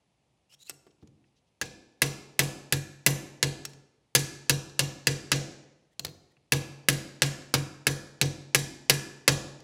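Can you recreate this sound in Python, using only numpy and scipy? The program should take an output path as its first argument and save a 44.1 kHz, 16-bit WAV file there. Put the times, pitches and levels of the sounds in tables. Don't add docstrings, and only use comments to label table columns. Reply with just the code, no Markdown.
import sys
import numpy as np
from scipy import signal
from scipy.fft import rfft, irfft, next_fast_len
from scipy.io import wavfile

SR = 44100
rng = np.random.default_rng(int(sys.argv[2]) if len(sys.argv) > 2 else 0)


def digitize_waveform(pressure):
    field = np.atleast_2d(pressure).T
    bounded = np.clip(field, -1, 1)
    quanta = np.round(bounded * 32767).astype(np.int16)
    wavfile.write(sys.argv[1], SR, quanta)


def gain_from_db(level_db):
    decades = np.asarray(level_db, float) / 20
    return 10 ** decades


N = 424706

# [t/s, steel peak level/dB, bench boom peak level/dB,
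#                seat colour in the middle level/dB, seat colour in the treble level/dB]
BLOWS = [(1.6139, -16, -47, -6.5, -11.5), (2.0188, -5.5, -27, -6, -2), (2.392, -3.5, -24.5, -7, -1),
         (2.7243, -4, -24.5, -5.5, -1), (3.0637, -2, -23, -6.5, 2), (3.4279, -5, -24.5, -5, -7.5),
         (4.1509, -2, -24.5, -1.5, -0.5), (4.4958, -4.5, -23.5, -2.5, -2.5),
         (4.7927, -5.5, -25.5, -2.5, -4), (5.07, -6, -24, -3.5, -5.5), (5.3175, -6.5, -24.5, -4.5, -9.5),
         (6.5214, -4.5, -23, -8, -4.5), (6.8859, -2.5, -23.5, -4.5, -1), (7.22, -4, -24, -4, -5),
         (7.5398, -4.5, -23, -6.5, -7.5), (7.8685, -4, -25.5, -5.5, -4), (8.2139, -4, -22, -2, -6),
         (8.547, -3, -26.5, -3.5, -3.5), (8.8971, -1, -24.5, -4.5, -3.5), (9.2786, 1.5, -22, -6.5, -7.5)]
SEAT_CORNERS = [2040, 6200, 11580]
# [f/Hz, level/dB, t60/s]
STEEL_MODES = [(410, -16, .05), (500, -13, .04), (1650, -10, .055), (1720, -11, .055), (2010, -11, .04),
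               (2170, -11, .04), (2620, -8, .035), (2800, -8, .035), (4350, -8, .035), (4780, -8, .045),
               (5770, -16, .05), (6450, -6, .02), (8000, -8, .018), (10200, 0, .013), (11200, -3, .012),
               (12700, -9, .012), (15300, -5, .012), (1685, -36, .65), (1735, -35, .75), (2410, -40, .6),
               (2435, -38, .7), (3880, -29, .3), (5980, -24, .3), (7145, -26, .28), (7360, -23, .16),
               (8440, -28, .2), (10500, -28, .22), (12195, -33, .22)]
# [f/Hz, level/dB]
RATTLE_COLOUR = [(200, -6), (500, -3), (1100, -8), (2500, 0), (5000, 3), (7600, 2), (9200, -2), (10500, 1),
                 (12000, -3.5), (14000, -11.5), (16000, -15.5)]
# [f/Hz, t60/s]
RATTLE_DECAY = [(300, 0.15), (2000, 0.09), (5000, 0.093), (10000, 0.023), (15000, 0.077)]
# [f/Hz, level/dB, t60/s]
BENCH_MODES = [(54, -21.5, 0.36), (95.6, -15.5, .45), (138.2, -8, .62), (141.2, -4.5, .5), (152.5, -24, .9),
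               (158.5, -9.5, .28), (255.4, -22, 0.27), (267, -23, .4), (282.2, -9.5, 0.26),
               (306.4, -25.5, 0.89), (328.5, -17.5, 0.54), (374, -21.5, 0.49), (414, -17, .2),
               (484, -14, 0.24), (512, -30.5, 0.96), (565, -26, 0.5)]
# [t/s, peak level/dB, bench boom peak level/dB,
#                                  centre of the tick f/Hz, looseness from 0 seated to 1 loose]
CLINKS = [(.524, -50, -74.5, 5000, .8), (.538, -50, -80, 6200, 0.93), (.6957, -21, -61, 7350, 1),
          (.707, -36.5, -56.5, 4300, .95), (1.0736, -51.5, -55, 6250, 0.25), (1.2414, -60, -73, 2570, 0.49),
          (3.6519, -20, -53, 5400, 0.71), (3.7335, -41, -52.5, 5500, .3), (4.353, -47, -54.5, 4970, 0.094),
          (4.6963, -41.5, -56, 4440, 0.19), (5.9946, -19, -46, 4280, 0.13),
          (6.0485, -19, -39.5, 4450, 0.13), (6.0668, -30, -49, 4200, .1), (6.081, -38, -69, 4030, .1),
          (6.089, -45, -79, 4130, .1), (6.3676, -56.5, -65, 2810, 0.32), (7.4204, -42, -59, 4200, .1),
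          (9.6034, -45, -72, 5610, .3)]
# [f/Hz, seated level/dB, loose level/dB, t60/s]
PUNCH_MODES = [(2660, -16, -4, .03), (4200, -1, -24, .016), (5510, -36, -6, .065), (6900, -5, -10, .012),
               (8040, -20, -5, .035), (10100, -4, -12, .012), (12470, -6, -5, .025)]
# [t/s, dull knock level/dB, edge against the knock level/dB]
THUMPS = [(0.866, -52.5, 4.5), (1.025, -44.5, -12)]
# [t/s, length/s, rms before the fades level/dB]
RUSTLES = [(.905, 0.012, -70), (1.01, 0.032, -75), (1.245, 0.054, -83), (1.352, 0.05, -76),
           (1.465, 0.032, -81)]
# [t/s, length/s, level swelled to/dB,
#                                            gap resonance from f/Hz, gap resonance to f/Hz]
STROKES = [(.492, 0.061, -54, 2700, 3250), (.586, 0.052, -52, 3750, 4020), (.641, 0.04, -51, 4000, 4100),
           (.672, .024, -48, 2660, 2570), (5.908, 0.033, -69.5, 1880, 1900), (6.3, .028, -67.5, 1880, 1910)]
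# [f/Hz, t60/s]
ROOM_DECAY = [(100, 0.61), (300, 1), (1000, 0.83), (3000, 0.74), (6000, 0.68), (10000, 0.5), (15000, 0.38)]
# [f/Hz, level/dB]
ROOM_COLOUR = [(90, 10), (140, 2.5), (220, 10.5), (400, 4), (1000, -0.5), (3000, -8.5), (7000, -3.5),
               (10000, -8), (15000, -8.5)]
# [f/Hz, level/dB]
AIR_COLOUR = [(18, -31), (30, -13), (42, -16), (58, -9.5), (77, -14.5), (129, -7), (251, -16.5), (822, -20),
              (1450, -32), (2500, -26.5), (2900, -28), (11000, -38.5), (14300, -71.5), (22000, -120)]
# [f/Hz, level/dB]
MICROPHONE_TOP = [(15500, 0.5), (15900, -5), (17000, -18.5)]

AIR_DB = -74.5
RATTLE_DB, CRACK_DB = -4, 2
CRACK_T60_S = 0.0085
CHATTERS, CHATTER_S, CHATTER_DB = 7, .016, -6
BENCH_RISE_S = .011
RING_DB = -5
GRIT_DB = 4
STROKE_SWELL_DB, STROKE_EDGE_S = -17, .006
ROOM_DB = -15
ECHO_S, ECHO_DB, ECHO_T60_S = 0.04, -27, 0.06
MODES_FAR_DB, RATTLE_FAR_DB, SHOCK_FAR_DB, BENCH_FAR_DB = -3, -5.5, 18, -22
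MICROPHONE_LOW_HZ = 48.9
CEILING = 1


def read(points, hz):
    f, value = np.transpose(points)
    return np.interp(np.log(hz + 1), np.log(f + 1), value)


def peaked(x):
    return x / abs(x).max()


def evened(x):
    return x / np.sqrt(np.mean(x ** 2))


def add(mix, s, sound):
    part = mix[:, round(s * SR):][:, :sound.shape[-1]]
    part += sound[..., :part.shape[-1]]


def coloured(x, points):
    size = next_fast_len(len(x) + 2048)
    gain = gain_from_db(read(points, np.fft.rfftfreq(size, 1 / SR)))
    return irfft(rfft(x, size) * gain, size)[:len(x)]


def dying(colour, t60, seconds, size=128):
    samples = round(seconds * SR)
    frame = dict(nperseg=size, noverlap=size * 3 // 4)
    hz, t, bands = signal.stft(rng.standard_normal(samples), SR, **frame)
    fall_db = 60 * t / np.maximum(read(t60, hz), .005)[:, None]
    bands = bands * gain_from_db(read(colour, hz)[:, None] - fall_db)
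    return signal.istft(bands, SR, **frame)[1][:samples]


def ring(modes, seconds, scatter_db, scatter_turns):
    hz, db, t60 = np.transpose(modes)[:, :, None]
    level_luck, phase_luck = rng.standard_normal((2, len(modes), 1))
    t = np.arange(round(seconds * SR)) / SR
    envelope = gain_from_db(db + scatter_db * level_luck - 60 * t / t60)
    return (envelope * np.sin(2 * np.pi * (hz * t + scatter_turns * phase_luck))).sum(0)


def rise(x, seconds):
    return x * -np.expm1(-np.arange(len(x)) / (seconds * SR))


def heard(sound, far_db):
    return sound * gain_from_db([[0], [far_db]])


def quiet_air():
    return gain_from_db(AIR_DB) * evened(coloured(rng.standard_normal(N), AIR_COLOUR))


def punch(loose, seconds):
    hz, seated_db, loose_db, t60 = np.transpose(PUNCH_MODES)
    db = seated_db + np.clip(loose, 0, 1) * (loose_db - seated_db)
    return peaked(ring(np.transpose([hz, db, t60]), seconds, scatter_db=1.5, scatter_turns=1))


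def scrape(seconds, top_db, from_hz, to_hz):
    t = np.arange(0, seconds, 1 / SR)
    hz = from_hz + (to_hz - from_hz) * t / seconds
    fades = np.clip(np.minimum(t, seconds - t) / STROKE_EDGE_S, 0, 1)
    level = gain_from_db(top_db + STROKE_SWELL_DB * (1 - t / seconds)) * fades
    grit = rng.standard_normal(len(t)) * gain_from_db(3.3 * np.minimum(rng.exponential(1, len(t)), 4))
    hiss = coloured(grit, [(1000, -23), (3000, -9.0), (7000, 2.0), (15000, -15.0)])
    friction = gain_from_db(GRIT_DB) * evened(hiss)
    for factor, width_hz, level_db in [(1, 160, 9.3), (1.75, 298, 2.7)]:
        turn = np.exp(2j * np.pi * np.cumsum(hz * factor) / SR)
        radius = np.exp(-np.pi * width_hz / SR)
        squeak = (turn * signal.lfilter([1], [1, -radius], grit / turn)).real
        friction += gain_from_db(level_db) * evened(squeak)
    pushed = signal.fftconvolve(grit * level, punch(0.91, .03))[:len(t)]
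    return level * evened(friction) + gain_from_db(-35.0) * pushed


def bench(db):
    boom = rise(ring(BENCH_MODES, .9, scatter_db=1.2, scatter_turns=.03), BENCH_RISE_S)
    return heard(-gain_from_db(db) * peaked(boom), BENCH_FAR_DB)


def clink(peak_db, boom_db, hz, loose):
    tick = peaked(dying([(500, 0)], [(500, 0.043), (16000, 0.019)], .2, size=64))
    knock = tick + gain_from_db(RING_DB) * punch(loose, .2)
    knock = coloured(knock, [(hz / 8, -7), (hz / 2, -7), (hz, 0), (hz * 3, 3.5 + 0.77 * peak_db)])
    out = bench(boom_db)
    add(out, 0, gain_from_db(peak_db) * peaked(rise(knock, 0.00012)))
    return out


def thump(dull_db, edge_db):
    dull_colour = [(45, -14), (90, 3.0), (400, 0), (900, -21.0), (3000, -60.5)]
    dull = peaked(dying(dull_colour, [(100, 0.16), (1000, 0.084)], .6, size=512))
    edge_colour = [(500, 3), (4000, -14), (9000, -24)]
    edge = peaked(dying(edge_colour, [(500, 0.074), (9000, 0.037)], .6))
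    return gain_from_db(dull_db) * rise(dull + gain_from_db(edge_db) * edge, 0.00067)


def rustle(seconds, db):
    noise = rng.standard_normal(round(seconds * SR))
    swish = coloured(noise, [(1200, -27.0), (2700, 18), (6000, 16.5), (12000, -11)])
    return gain_from_db(db) * evened(swish) * signal.windows.tukey(len(swish), .6)


def chatter(x):
    when, sign = rng.random((2, CHATTERS))
    contacts = signal.unit_impulse(round(CHATTER_S * SR) + 1)
    places = 1 + (when * (len(contacts) - 2)).astype(int)
    contacts[places] = gain_from_db(CHATTER_DB - 9.0 * when) * np.sign(sign - .5)
    return signal.fftconvolve(x, contacts)[:len(x)]


def crack():
    contact = peaked(dying(RATTLE_COLOUR, [(1000, CRACK_T60_S)], .9, size=64))
    return chatter(rise(contact, 0.00013))


def blow(peak_db, boom_db, *seat_db):
    modes = peaked(ring(STEEL_MODES, .9, scatter_db=3, scatter_turns=1))
    noise = gain_from_db(RATTLE_DB) * peaked(dying(RATTLE_COLOUR, RATTLE_DECAY, .9))
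    noise += gain_from_db(CRACK_DB) * crack()
    shock = peaked(coloured(signal.unit_impulse(len(modes), 40), RATTLE_COLOUR))
    seat_colour = list(zip(SEAT_CORNERS, (0, *seat_db)))
    modes, noise, shock = (rise(coloured(x, seat_colour), 0.0001) for x in (modes, noise, shock))
    steel = heard(modes, MODES_FAR_DB) + heard(noise, RATTLE_FAR_DB)
    steel[1] += gain_from_db(SHOCK_FAR_DB) * shock
    return gain_from_db(peak_db) * steel / abs(steel[0]).max() + bench(boom_db)


def shop(x):
    tail = rise(dying(ROOM_COLOUR, ROOM_DECAY, 1.2, size=512), 0.003)
    taps = gain_from_db(ROOM_DB) * tail / np.linalg.norm(tail)
    echo = rise(dying([(500, 0)], [(500, ECHO_T60_S)], .1, size=64), 0.00086)
    add(taps[None], ECHO_S, gain_from_db(ECHO_DB) * echo / np.linalg.norm(echo))
    return signal.fftconvolve(x, taps)[:N]


def scene():
    mix = np.zeros((2, N))
    sources = [(STROKES, scrape), (CLINKS, clink), (THUMPS, thump), (RUSTLES, rustle), (BLOWS, blow)]
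    for rows, source in sources:
        for s, *how in rows:
            add(mix, s, source(*how))
    near, far = mix
    return (near + shop(far) + quiet_air())[None]


def band_limit(x):
    return signal.sosfilt(signal.butter(12, 17130, fs=SR, output="sos"), x)


def record(dry):
    bass_cut = signal.butter(4, MICROPHONE_LOW_HZ, "high", fs=SR, output="sos")
    trimmed = coloured(signal.sosfilt(bass_cut, dry[0]), MICROPHONE_TOP)
    finished = CEILING * np.tanh(trimmed / CEILING)[None]
    return band_limit(finished)


dry = scene()
out = record(dry)
digitize_waveform(out)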